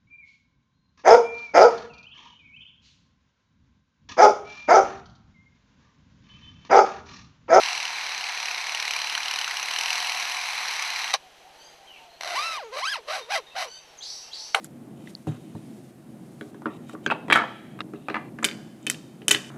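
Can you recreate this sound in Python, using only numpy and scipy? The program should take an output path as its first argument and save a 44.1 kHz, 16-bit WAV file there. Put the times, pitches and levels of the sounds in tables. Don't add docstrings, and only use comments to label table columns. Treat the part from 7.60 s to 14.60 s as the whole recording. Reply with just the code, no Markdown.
import sys
import numpy as np
from scipy import signal
from scipy.io import wavfile
from scipy.ndimage import uniform_filter1d

SR = 44100
rng = np.random.default_rng(int(sys.argv[2]) if len(sys.argv) > 2 else 0)


def level_to_linear(level):
    exponent = np.asarray(level, float) / 20
    return 10 ** exponent


def wrap_up_sound(samples):
    columns = np.atleast_2d(samples).T
    tamed = np.clip(columns, -1, 1)
    steps = np.round(tamed * 32767).astype(np.int16)
    wavfile.write(sys.argv[1], SR, steps)


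N = 308700

# f/Hz, level/dB
AIR_SPECTRUM = [(35, -28), (60, -25.5), (637, -3.5), (801, -5), (940, -10.5), (2580, -9.5), (2890, -9.5),
                (3240, -6.5), (3470, -10), (7580, -22.5), (8500, -24.5), (12500, -27), (14400, -40)]
# multiple of the tick rate, level/dB
TICK_PARTIALS = [(1, -83), (2, -79), (3, -80), (4, -81.5), (5, -91), (6, -86), (7, -101), (8, -101),
                 (9, -76.5), (10, -107)]
# t/s, f/Hz, level/dB
INSECT_LINE = [(0, 12400, -84), (3.6, 12450, -88), (4.0, 12400, -77), (4.5, 12050, -76), (5.0, 12050, -79),
               (5.5, 12250, -85), (6.2, 12350, -84), (7, 12300, -84)]
# t/s, length/s, start f/Hz, end f/Hz, level/dB
FAR_COOS = [
    (3.62, 0.079, 765, 690, -56),
    (3.795, .12, 660, 850, -55),
    (3.9, 0.22, 846, 797, -67),
    (4.08, 0.28, 814, 756, -59.5),
    (4.33, .27, 782, 646, -56),
    (6.11, .35, 880, 794, -67),
    (6.44, 0.23, 805, 780, -66),
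    (6.62, .33, 872, 870, -64),
]
# t/s, length/s, start f/Hz, end f/Hz, level/dB
FAR_PIPES = [
    (3.82, 0.3, 910, 900, -64),
    (4.36, .18, 903, 915, -61),
]
# t/s, length/s, start f/Hz, end f/Hz, level/dB
FAR_PEEPS = [(4.26, 0.13, 3250, 2500, -48.5), (4.325, 0.076, 2600, 2150, -55), (4.33, .1, 3300, 2600, -54),
             (4.48, .12, 4200, 4300, -62), (5.59, .08, 3750, 3650, -50), (5.865, .03, 1900, 1950, -59),
             (5.8, .05, 3750, 3540, -58), (5.855, .085, 3740, 3700, -51), (5.89, .06, 2620, 2690, -56),
             (6.37, .03, 7200, 5800, -48), (6.396, 0.03, 6200, 7600, -52), (6.42, .035, 6300, 6500, -48),
             (6.41, .06, 7400, 7500, -56), (6.19, 0.17, 5650, 5450, -63), (6.715, .04, 6600, 6700, -57),
             (6.72, .04, 7000, 7800, -60), (5.02, 0.067, 6600, 6700, -61), (6.615, .09, 2680, 2780, -56),
             (6.13, .08, 3600, 3720, -56), (6.16, .1, 2600, 2650, -62), (6.84, .05, 2800, 2850, -60)]
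# t/s, length/s, start f/Hz, end f/Hz, level/dB
NASAL_CALLS = [
    (3.979, .14, 1470, 1603, -62.5),
    (6.06, 0.14, 1450, 1538, -55.5),
]
# multiple, level/dB
NASAL_STACK = [(1, -7), (2, 5), (3, 7.5), (4, 3), (5, -10), (6, -15), (7, -16)]
# t/s, length/s, level/dB
FAR_SCREECHES = [
    (6.404, 0.27, -41.5),
    (6.711, 0.25, -42.5),
]
# factor on the sweep, width/Hz, level/dB
SCREECH_STACK = [(1.017, 1000, 4), (0.86, 180, -1), (0.716, 270, -7.5), (2, 1200, -16), (1.47, 820, -12.5)]
# t/s, f/Hz, level/dB
SCREECH_ONSET = [(0, 3200, -6), (.02, 3800, -1), (.03, 4500, -2), (.06, 4450, -7), (.12, 4500, -16)]

# f/Hz, level/dB per Hz
RASP_COLOUR = [(350, -27.5), (630, -13.5), (730, -3), (1350, -5), (2200, -0.5), (3390, -5.5), (4020, -2),
               (4560, -7), (5840, -8.5), (7040, -22.5), (7610, -17.5), (8490, -23.5), (11100, -21.5),
               (13500, -33.5), (14400, -70)]
# f/Hz, level/dB per Hz
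SNAP_COLOUR = [(290, -49), (500, -16), (2310, -0.5), (3430, -3), (5770, -4.5), (7030, -19), (11200, -20.5),
               (13200, -31), (14400, -52)]
# t/s, level/dB
WHIRR_EFFORT = [(0.0, -26), (0.27, -30.5), (1.18, -30.5), (1.36, -29.5), (2.03, -30), (2.34, -26.5),
                (2.82, -28.5), (3.4, -28.5), (3.505, -29), (3.518, -36)]
# t/s, treble level/dB, ring f/Hz
BEAK_OPENING = [(0, -4.5, 2480), (.3, -4, 2180), (1.05, -1, 2160), (1.2, -1, 2680), (2.1, 2, 2600),
                (2.5, 2, 2720), (3.0, 1.5, 2260), (3.518, -0.5, 2140)]
# first snap t/s, rough gap/ms, peak level/dB
SNAP_RUNS = [(0.0334, 25, -13), (0.0844, 22, -16.5), (0.1508, 25, -17), (0.3029, 27, -22),
             (0.4641, 27, -19.5), (0.5456, 31, -19), (0.6393, 27, -20), (0.8002, 28, -16),
             (0.9106, 34, -16), (1.0119, 27, -19), (1.0674, 26, -16)]
# t/s, peak level/dB, ring f/Hz
LOUD_SNAPS = [(1.0674, -18, 1880), (1.0933, -17, 2240), (1.1202, -18, 2000), (1.1467, -13, 2680),
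              (1.1716, -18, 2280), (1.1986, -12, 2370), (1.2245, -13, 2220), (1.2509, -14, 2040),
              (1.2779, -13, 2120), (1.3073, -12, 2320), (1.3348, -14, 2750), (1.3622, -12, 2320),
              (1.3881, -14, 2230), (1.4161, -14, 2790), (1.4425, -16, 2370), (1.4709, -16, 2800),
              (1.4964, -14, 2820), (1.5228, -17, 2020), (1.5498, -12, 2820), (1.5762, -13, 1460),
              (1.6031, -17, 2100), (1.6306, -17, 2940), (1.657, -16, 2800), (1.6815, -14, 2920),
              (1.7104, -11, 2750), (1.7368, -13, 2810), (1.7588, -13, 2330), (1.7867, -11, 2940),
              (1.8122, -14, 2810), (1.8431, -14, 2690), (1.877, -14, 1470), (1.9094, -15, 1910),
              (1.9404, -20, 1520), (1.9683, -14, 2810), (1.9962, -17, 2480), (2.0272, -14, 2740),
              (2.0566, -19, 2600), (2.084, -15, 2000), (2.1095, -14, 2940), (2.1359, -15, 2820),
              (2.1609, -13, 2830), (2.1858, -11, 2920), (2.2093, -11, 2690), (2.2337, -14, 2690),
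              (2.2577, -14, 2830), (2.2816, -15, 2820), (2.3035, -10, 2690), (2.3285, -12, 2260),
              (2.3544, -15, 2690)]
# t/s, peak level/dB, ring f/Hz
LATER_SNAPS = [(2.3783, -14, 2050), (2.4013, -14, 2930), (2.4237, -16, 2300), (2.4452, -16, 2680),
               (2.4701, -14, 2820), (2.4946, -13, 2130), (2.5195, -14, 2530), (2.5465, -16, 2040),
               (2.5719, -17, 2760), (2.5973, -15, 2190), (2.6243, -14, 2170), (2.6517, -16, 2610),
               (2.6737, -17, 2200), (2.6956, -15, 2370), (2.7186, -15, 2780), (2.744, -17, 2300),
               (2.767, -16, 2080), (2.7894, -19, 2310), (2.8119, -17, 2370), (2.8358, -18, 2040),
               (2.8568, -17, 2010), (2.8862, -18, 2090), (2.9061, -19, 2200), (2.9316, -19, 2930),
               (2.9525, -18, 1940), (2.9785, -16, 2320), (3.0034, -20, 2700), (3.0289, -19, 1930),
               (3.0538, -20, 1450), (3.0817, -15, 2540), (3.1087, -14, 2100), (3.1361, -18, 1880),
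               (3.1646, -17, 1890), (3.194, -14, 2380), (3.2224, -13, 2330), (3.2479, -17, 2090),
               (3.2753, -16, 2050), (3.3012, -14, 2040), (3.3342, -18, 2080), (3.3591, -16, 2100),
               (3.3895, -16, 2200), (3.4165, -19, 2140), (3.4419, -16, 2730), (3.4773, -17, 2830),
               (3.5048, -18, 1920)]
# start t/s, end t/s, slap rate f/Hz, level/dB
WIND_UP_SLAPS = (3.514, 3.538, 642.5, -33.5)
# t/s, crack level/dB, crack length/s, slap rate f/Hz, tail t60/s, tail level/dB, tail length/s
KNOCK_BLOWS = [
    (3.5365, -6.5, 0.0068, 1167, 0.088, -15, 0.023),
    (6.9445, -1.3, 0.0073, 760, 0.19, -22, .15),
]
# f/Hz, level/dB per Hz
CRACK_COLOURS = [
    [(240, -37), (400, -20), (2490, -1), (3310, -8), (3950, 3), (4660, -11), (8440, -21), (9370, -19.5),
     (14000, -37)],
    [(240, -51), (400, -25.5), (1400, 0), (2890, -4), (4390, -15.5), (5170, -38), (5730, -26), (9230, -24),
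     (14000, -45)],
]
# f/Hz, level/dB per Hz
TAIL_COLOURS = [
    [(210, -40), (400, -7), (818, -4), (1130, -8), (5290, -13), (5810, -10), (6990, -30), (11100, -33),
     (14000, -43)],
    [(180, -60), (300, -28), (427, -3.5), (726, 0), (4540, -21), (6170, -31), (6790, -30), (9220, -25),
     (14000, -42)],
]
# t/s, peak level/dB, length/s
SQUEAL_CATCHES = [
    (4.608, -20, 0.0053),
    (4.618, -31, 0.0086),
    (4.623, -32, 0.0048),
    (4.632, -21.5, 0.0072),
    (4.645, -22, 0.0081),
    (4.655, -29, 0.0076),
    (4.674, -21.5, 0.0041),
]
# f/Hz, level/dB
OVERTONE_LEVELS = [(300, -3.5), (1400, -3.5), (2600, -3.5), (4000, -5), (5300, -8), (7000, -23),
                   (10000, -25), (14000, -42)]
# t/s, pitch f/Hz, tone level/dB, rasp level/dB
GRIND_CURVE = [(4.655, 641.2, -43.5, -53), (4.69, 717, -38, -48), (4.746, 715, -33, -49)]
# t/s, pitch f/Hz, tone level/dB, rasp level/dB
LONG_SQUEAL_CURVE = [(4.757, 950, -35, -44), (4.785, 1138, -32, -44.5), (4.829, 1275, -35, -45.5),
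                     (4.881, 1345, -34, -49.5), (4.93, 1292, -37, -48), (4.965, 1199, -39, -48.5),
                     (4.995, 850, -38.5, -64), (5.04, 472, -43.5, -67), (5.11, 410, -48, -88)]
# t/s, pitch f/Hz, tone level/dB, rasp level/dB
HIGH_SQUEAL_CURVE = [(5.135, 531.6, -40, -60), (5.203, 620, -38.5, -49), (5.222, 920, -33, -56),
                     (5.27, 1440, -30.5, -49), (5.312, 1790, -30, -53), (5.337, 1520, -30, -49),
                     (5.37, 755, -40.5, -56), (5.39, 468, -44.5, -70), (5.43, 400, -64, -85)]
# t/s, pitch f/Hz, tone level/dB, rasp level/dB
FIRST_RASP_CURVE = [(5.465, 521.4, -64, -78), (5.482, 560, -39.5, -59), (5.52, 686, -37, -49.5),
                    (5.56, 800, -34, -53), (5.59, 600, -42, -54), (5.62, 450, -50, -64),
                    (5.66, 440, -58, -71)]
# t/s, pitch f/Hz, tone level/dB, rasp level/dB
YELP_CURVE = [(5.69, 516.4, -48, -72), (5.705, 700, -34.5, -51), (5.733, 850, -29.5, -44),
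              (5.76, 707, -31, -40.5), (5.78, 570, -37.5, -46), (5.805, 430, -44, -67),
              (5.83, 370, -66, -90)]
# t/s, pitch f/Hz, tone level/dB, rasp level/dB
LAST_RASP_CURVE = [(5.94, 600, -68, -82), (5.957, 688.4, -38, -64), (5.981, 736, -35, -51),
                   (6.02, 740, -35.5, -46.5), (6.045, 658.6, -41.5, -51.5), (6.065, 521, -48, -65),
                   (6.089, 430, -50.5, -66), (6.11, 405, -71, -79)]
# start t/s, hoarseness 0-1, share of the second voice 0-1, brightness/dB per octave
VOICE_STATES = [
    (4.6, .6, .2, -2),
    (4.765, .13, .45, -1.4),
    (4.98, .12, .03, -2.5),
    (5.125, .95, .3, 0),
    (5.207, .2, .05, -.3),
    (5.45, .95, .35, 0),
    (5.6, .9, .1, -1),
    (5.69, .45, .15, 0),
    (5.79, .3, 0, -1),
    (5.9, .9, .75, -1),
]
# t/s, dip/dB
SQUEAL_BREAKS = [
    (5.207, -6),
    (5.222, -4),
    (5.25, -9),
    (5.27, -6),
    (5.292, -9),
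    (5.309, -7),
    (5.336, -4),
    (5.353, -8),
    (5.372, -3),
]
# f/Hz, width/Hz, level/dB
HOUSING_RIPPLE = [(962, 174, 4), (3460, 280, -2.5), (4100, 180, 3.5), (5350, 130, -4.5), (6060, 510, 4.5),
                  (6900, 220, -4), (7820, 230, 6), (8240, 530, -6), (9330, 210, 6), (10180, 340, -5),
                  (10780, 260, 3), (12300, 270, -1)]


def evened(x):
    return x / np.sqrt(np.mean(x ** 2) + 1e-20)


def read(points, hz):
    f, value = np.transpose(points)
    return np.interp(np.log(hz + 1), np.log(f + 1), value)


def add(mix, s, sound):
    part = mix[round(s * SR):][:len(sound)]
    part += sound[:len(part)]


def spread(rows):
    s, *columns = np.transpose(rows)
    t = np.arange(s[0], s[-1], 1 / SR)
    return s[0], [np.interp(t, s, c) for c in columns]


def drift(size, span):
    once = uniform_filter1d(rng.standard_normal(size), int(span))
    return evened(uniform_filter1d(once, int(span)))


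def coloured(x, gain_db):
    both_sides_db = np.r_[gain_db, gain_db[-2:0:-1]]
    log_gain = np.log(level_to_linear(np.maximum(both_sides_db, -100)))
    taps = np.fft.ifft(np.exp(np.conj(signal.hilbert(log_gain)))).real[:2048]
    return signal.oaconvolve(x, taps)[:len(x)]


def shaped(x, points):
    return evened(coloured(x, read(points, np.fft.rfftfreq(4096, 1 / SR))))


def highpass(x, order, hz):
    return signal.sosfilt(signal.butter(order, hz, "high", fs=SR, output="sos"), x)


def resonate(x, hz, width):
    turn = np.exp(2j * np.pi * np.cumsum(hz * np.ones(len(x))) / SR)
    r = np.exp(-np.pi * width / SR)
    return 2 * (turn * signal.lfilter([(1 - r) ** 2], [1, -2 * r, r * r], x / turn)).real


def diffuse_tail(size, t60):
    tail = rng.standard_normal(size) * level_to_linear(-60 * np.arange(size) / SR / t60)
    return tail / np.linalg.norm(tail)


def aviary_air():
    level_db = -54.5 + 1.0 * drift(N, span=2100)
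    return level_to_linear(level_db) * shaped(rng.standard_normal(N), AIR_SPECTRUM)


def camera_hum():
    tick_hz, first_tick_s = 50 / 3, .0061
    turns = (np.arange(N) / SR - first_tick_s) * tick_hz
    return sum(np.sqrt(2) * level_to_linear(db) * np.cos(2 * np.pi * round(k) * turns) for k, db in TICK_PARTIALS)


def insect():
    hz, level_db = spread(INSECT_LINE)[1]
    return level_to_linear(level_db - 1) * evened(resonate(rng.standard_normal(len(hz)), hz, width=13))


def far_call(start, length, hz, end_hz, db, partials, width, bend=1):
    u = np.arange(0, length, 1 / SR) / length
    glide = end_hz + (hz - end_hz) * (1 - u) ** bend
    noise = rng.standard_normal(len(u))
    call = sum(level_to_linear(part_db) * evened(resonate(noise, k * glide, width * k)) for k, part_db in partials)
    return start, level_to_linear(db - 2) * call * np.sin(np.pi * u) ** 0.52


def screech(start, length, db):
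    base_hz, top_hz, sag_hz_per_s, sweep_s = 3700, 6630, 4700, 0.087
    rise_s, fade_db = .03, -14.5
    t = np.arange(0, length, 1 / SR)
    hz = top_hz - (top_hz - base_hz) * np.exp(-t / sweep_s) - sag_hz_per_s * t
    noise = rng.standard_normal(len(hz)) * level_to_linear(2.0 * drift(len(hz), span=72))
    bands = sum(level_to_linear(band_db) * evened(resonate(noise, k * hz, w)) for k, w, band_db in SCREECH_STACK)
    bands = evened(bands) * np.minimum(.25 + t / .07, 1)
    edge_hz, edge_db = spread(SCREECH_ONSET)[1]
    add(bands, 0, level_to_linear(edge_db) * evened(resonate(noise[:len(edge_hz)], edge_hz, width=220)))
    rise = np.minimum(0.45 + .6 * t / rise_s, 1)
    return start, rise * level_to_linear(db + fade_db * (t / length) ** 2) * bands


def far_birds():
    out, further = np.zeros(N), np.zeros(N)
    add(out, 0, insect())
    for calls, width_hz in ((FAR_COOS, 30), (FAR_PIPES, 13), (FAR_PEEPS, 110)):
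        for row in calls:
            add(out, *far_call(*row, [(1, 0)], width_hz))
    for row in NASAL_CALLS:
        add(out, *far_call(*row, NASAL_STACK, width=45, bend=2.5))
    for row in FAR_SCREECHES:
        add(further, *screech(*row))
    wet = level_to_linear(-4) * out + level_to_linear(2.5) * further
    return out + further + signal.oaconvolve(wet, diffuse_tail(SR // 2, t60=.5))[:N]


def rasp(size, hz, jitter, breath, flutter_db, colour=RASP_COLOUR, uneven_db=3.0):
    turns = np.cumsum(hz * level_to_linear(jitter * drift(size, span=30))) / SR
    slaps = np.diff(np.floor(turns), prepend=0) > 0
    slaps = slaps * level_to_linear(uneven_db * np.clip(rng.standard_normal(size), -2, 2))
    flutter = np.cos(2 * np.pi * np.cumsum(185 * (1 + 0.1503 * drift(size, span=291))) / SR)
    source = evened(slaps) + breath * rng.standard_normal(size)
    return shaped(source * level_to_linear(flutter_db * flutter), colour)


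def catch(db, length):
    t = np.arange(round(3 * length * SR)) / SR
    slaps = rasp(len(t), 700, jitter=1.2, breath=0.52, flutter_db=-5)
    slaps += 0.75 * np.sin(2 * np.pi * 720 * t)
    return level_to_linear(db - 10) * slaps * np.minimum(t / 0.00065, 1) / (1 + (t / length) ** 6)


def stutter(t, hz):
    break_s, step_share = .002, .4
    when, dip_db = np.transpose(SQUEAL_BREAKS)
    middle = (when[1:] + when[:-1]) / 2
    step = np.clip(np.searchsorted(when, t) - 1, 0, len(middle) - 1)
    inside = (t > when[0]) * (t < when[-1])
    cling = step_share * (np.interp(middle, t, hz)[step] - hz) * inside
    gaps_db = sum(db * np.exp(-((t - s) / break_s) ** 2) for s, db in zip(when, dip_db))
    return hz + uniform_filter1d(cling, size=120), level_to_linear(gaps_db)


def song():
    syllables = GRIND_CURVE + LONG_SQUEAL_CURVE + HIGH_SQUEAL_CURVE
    syllables = syllables + FIRST_RASP_CURVE + YELP_CURVE + LAST_RASP_CURVE
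    s, (hz, tone_db, rasp_db) = spread(syllables)
    size = len(hz)
    t = s + np.arange(size) / SR
    hz, gaps = stutter(t, uniform_filter1d(hz, 350) * (1 + .009 * drift(size, span=350)))

    when, *columns = np.transpose(VOICE_STATES)
    state = np.searchsorted(when, t) - 1
    change_s = 0.0282
    hoarse, second, bright_db = (uniform_filter1d(c[state], round(change_s * SR)) for c in columns)

    turns = np.cumsum(hz * (1 + .09 * hoarse * drift(size, span=120))) / SR
    soft_db = bright_db + 0.21 * np.minimum(tone_db + 44, 0) + 2.6 * np.log2(hz / 2000)
    tone = np.zeros(size)
    for k in range(1, 16):
        level_db = read(OVERTONE_LEVELS, k * hz) - read(OVERTONE_LEVELS, hz)
        level_db += (soft_db + 1.27 * drift(size, span=280)) * np.log2(k)
        tone += level_to_linear(level_db) * (k * hz < 12000) * np.cos(2 * np.pi * k * turns)

    growl_pulse_db = 5 * np.cos(2 * np.pi * 76 * t)
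    growl = resonate(rng.standard_normal(size), 700, width=117) * level_to_linear(growl_pulse_db)
    growl = second * evened(growl)
    half = level_to_linear(-17 + 5 * drift(size, span=150)) * (t < 4.75) * np.cos(np.pi * turns)
    air = rasp(size, hz, jitter=3.5, breath=0.51, flutter_db=2.0)
    air += 0.31 * highpass(air, 2, 6500)
    beat = level_to_linear((1.0 + 1.3 * hoarse) * drift(size, span=210))
    voice = gaps * beat * tone * (1 + 0.3 * growl) + .5 * growl + half
    voice = np.sqrt(2) * level_to_linear(tone_db) * voice + level_to_linear(rasp_db + 7 + 9.8 * hoarse) * air
    return s, highpass(voice, 4, 335)


def knock(db, crack, hz, t60, tail_db, length, crack_colour, tail_colour):
    t = np.arange(SR // 5) / SR
    blow = rasp(len(t), hz, jitter=0.67, breath=0.57, flutter_db=-1.5, colour=crack_colour, uneven_db=-0.5)
    blow *= np.sin(np.pi * np.minimum(t / crack, 1))
    blow *= level_to_linear(db) / abs(blow).max()
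    tail = rasp(len(t), 750, jitter=1.3, breath=0.88, flutter_db=0.5, colour=tail_colour)
    tail *= level_to_linear(tail_db - 60 * t / t60) * np.minimum(t / crack, 1)
    return blow + tail / (1 + (t / length) ** 4)


def snaps():
    start, gap_ms, db = np.transpose(SNAP_RUNS)
    number = np.r_[0, np.cumsum(np.round(np.diff(start) / gap_ms[:-1] * 1000))]
    each = np.arange(number[-1])
    chance, luck = rng.random((len(each), 2)).T
    scatter_db = 1.5 * (2 * luck - 1)
    level_db = db[np.searchsorted(number, each, "right") - 1] + scatter_db
    even = list(zip(np.interp(each, number, start), level_db, 2200 + 600 * chance))
    later = [(s, peak_db - 1.5, hz) for s, peak_db, hz in LATER_SNAPS]
    return even + LOUD_SNAPS + later


def whirr():
    _, (effort_db,) = spread(WHIRR_EFFORT)
    _, (beak_db, beak_hz) = spread(BEAK_OPENING)
    out = np.zeros(N)
    voice = rasp(N, 800, jitter=4.0, breath=1.14, flutter_db=1.5, uneven_db=3.5)
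    throat = np.interp(np.arange(N) / SR, [0, 1.6, 2.1, 2.45, 2.8, 3.5], [1, .6, .7, 1.3, .7, .6])
    voice += 0.58 * throat * resonate(voice, 727, width=90)
    add(voice, 0, 0.38 * resonate(voice[:len(beak_hz)], beak_hz, width=930))
    bursts = rasp(N, 3500, jitter=3.0, breath=3.2, flutter_db=-0.1, colour=SNAP_COLOUR)
    t = np.arange(300) / SR
    swell = np.exp(-((t - .004) / np.where(t < .004, .0019, .0008)) ** 2)
    crack = np.exp(-((t - .004) / np.where(t < .004, .001, .0024)) ** 2)
    for s, db, ring_hz in snaps():
        ring = np.sin(2 * np.pi * ring_hz * t * (.88 + 22 * t))
        add(out, s - .0022, 0.43 * level_to_linear(db) * swell * ring)
        add(out, s - .0019, level_to_linear(db - 15.5) * evened(crack * bursts[round(s * SR):][:len(t)]))
    add(out, .0046, 0.3 * out.copy())
    add(out, 0, level_to_linear(effort_db - 3.4) * voice[:len(effort_db)])
    treble = highpass(out, 2, 6500)[:len(beak_db)]
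    add(out, 0, (level_to_linear(beak_db) - 1) * treble)
    start, end, hz, db = WIND_UP_SLAPS
    slaps = rasp(round((end - start) * SR), hz, jitter=.3, breath=.15, flutter_db=-7.0, uneven_db=-3.0)
    add(out, start, level_to_linear(db) * slaps)
    return out


def near_bird():
    bird = np.zeros(N)
    add(bird, *song())
    for s, *row in SQUEAL_CATCHES:
        add(bird, s, catch(*row))
    for (s, *row), crack, tail in zip(KNOCK_BLOWS, CRACK_COLOURS, TAIL_COLOURS):
        add(bird, s, knock(*row, crack, tail))
    bird += level_to_linear(-10) * signal.oaconvolve(bird, diffuse_tail(SR // 8, t60=0.06))[:N]
    bird += whirr()
    return highpass(bird, 3, 260)


def scene():
    return (near_bird() + far_birds() + aviary_air() + camera_hum())[None]


def top_cut(x):
    return signal.sosfilt(signal.butter(12, 14560, fs=SR, output="sos"), x)


def record(dry):
    hz = np.fft.rfftfreq(4096, 1 / SR)
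    ripple_db = sum(db * np.exp(-((hz - f) / w) ** 2) for f, w, db in HOUSING_RIPPLE)
    ripple_db -= 50 * (hz > 14400)
    mix = coloured(dry[0], ripple_db)[None]
    return top_cut(mix)


dry = scene()
out = record(dry)
wrap_up_sound(out)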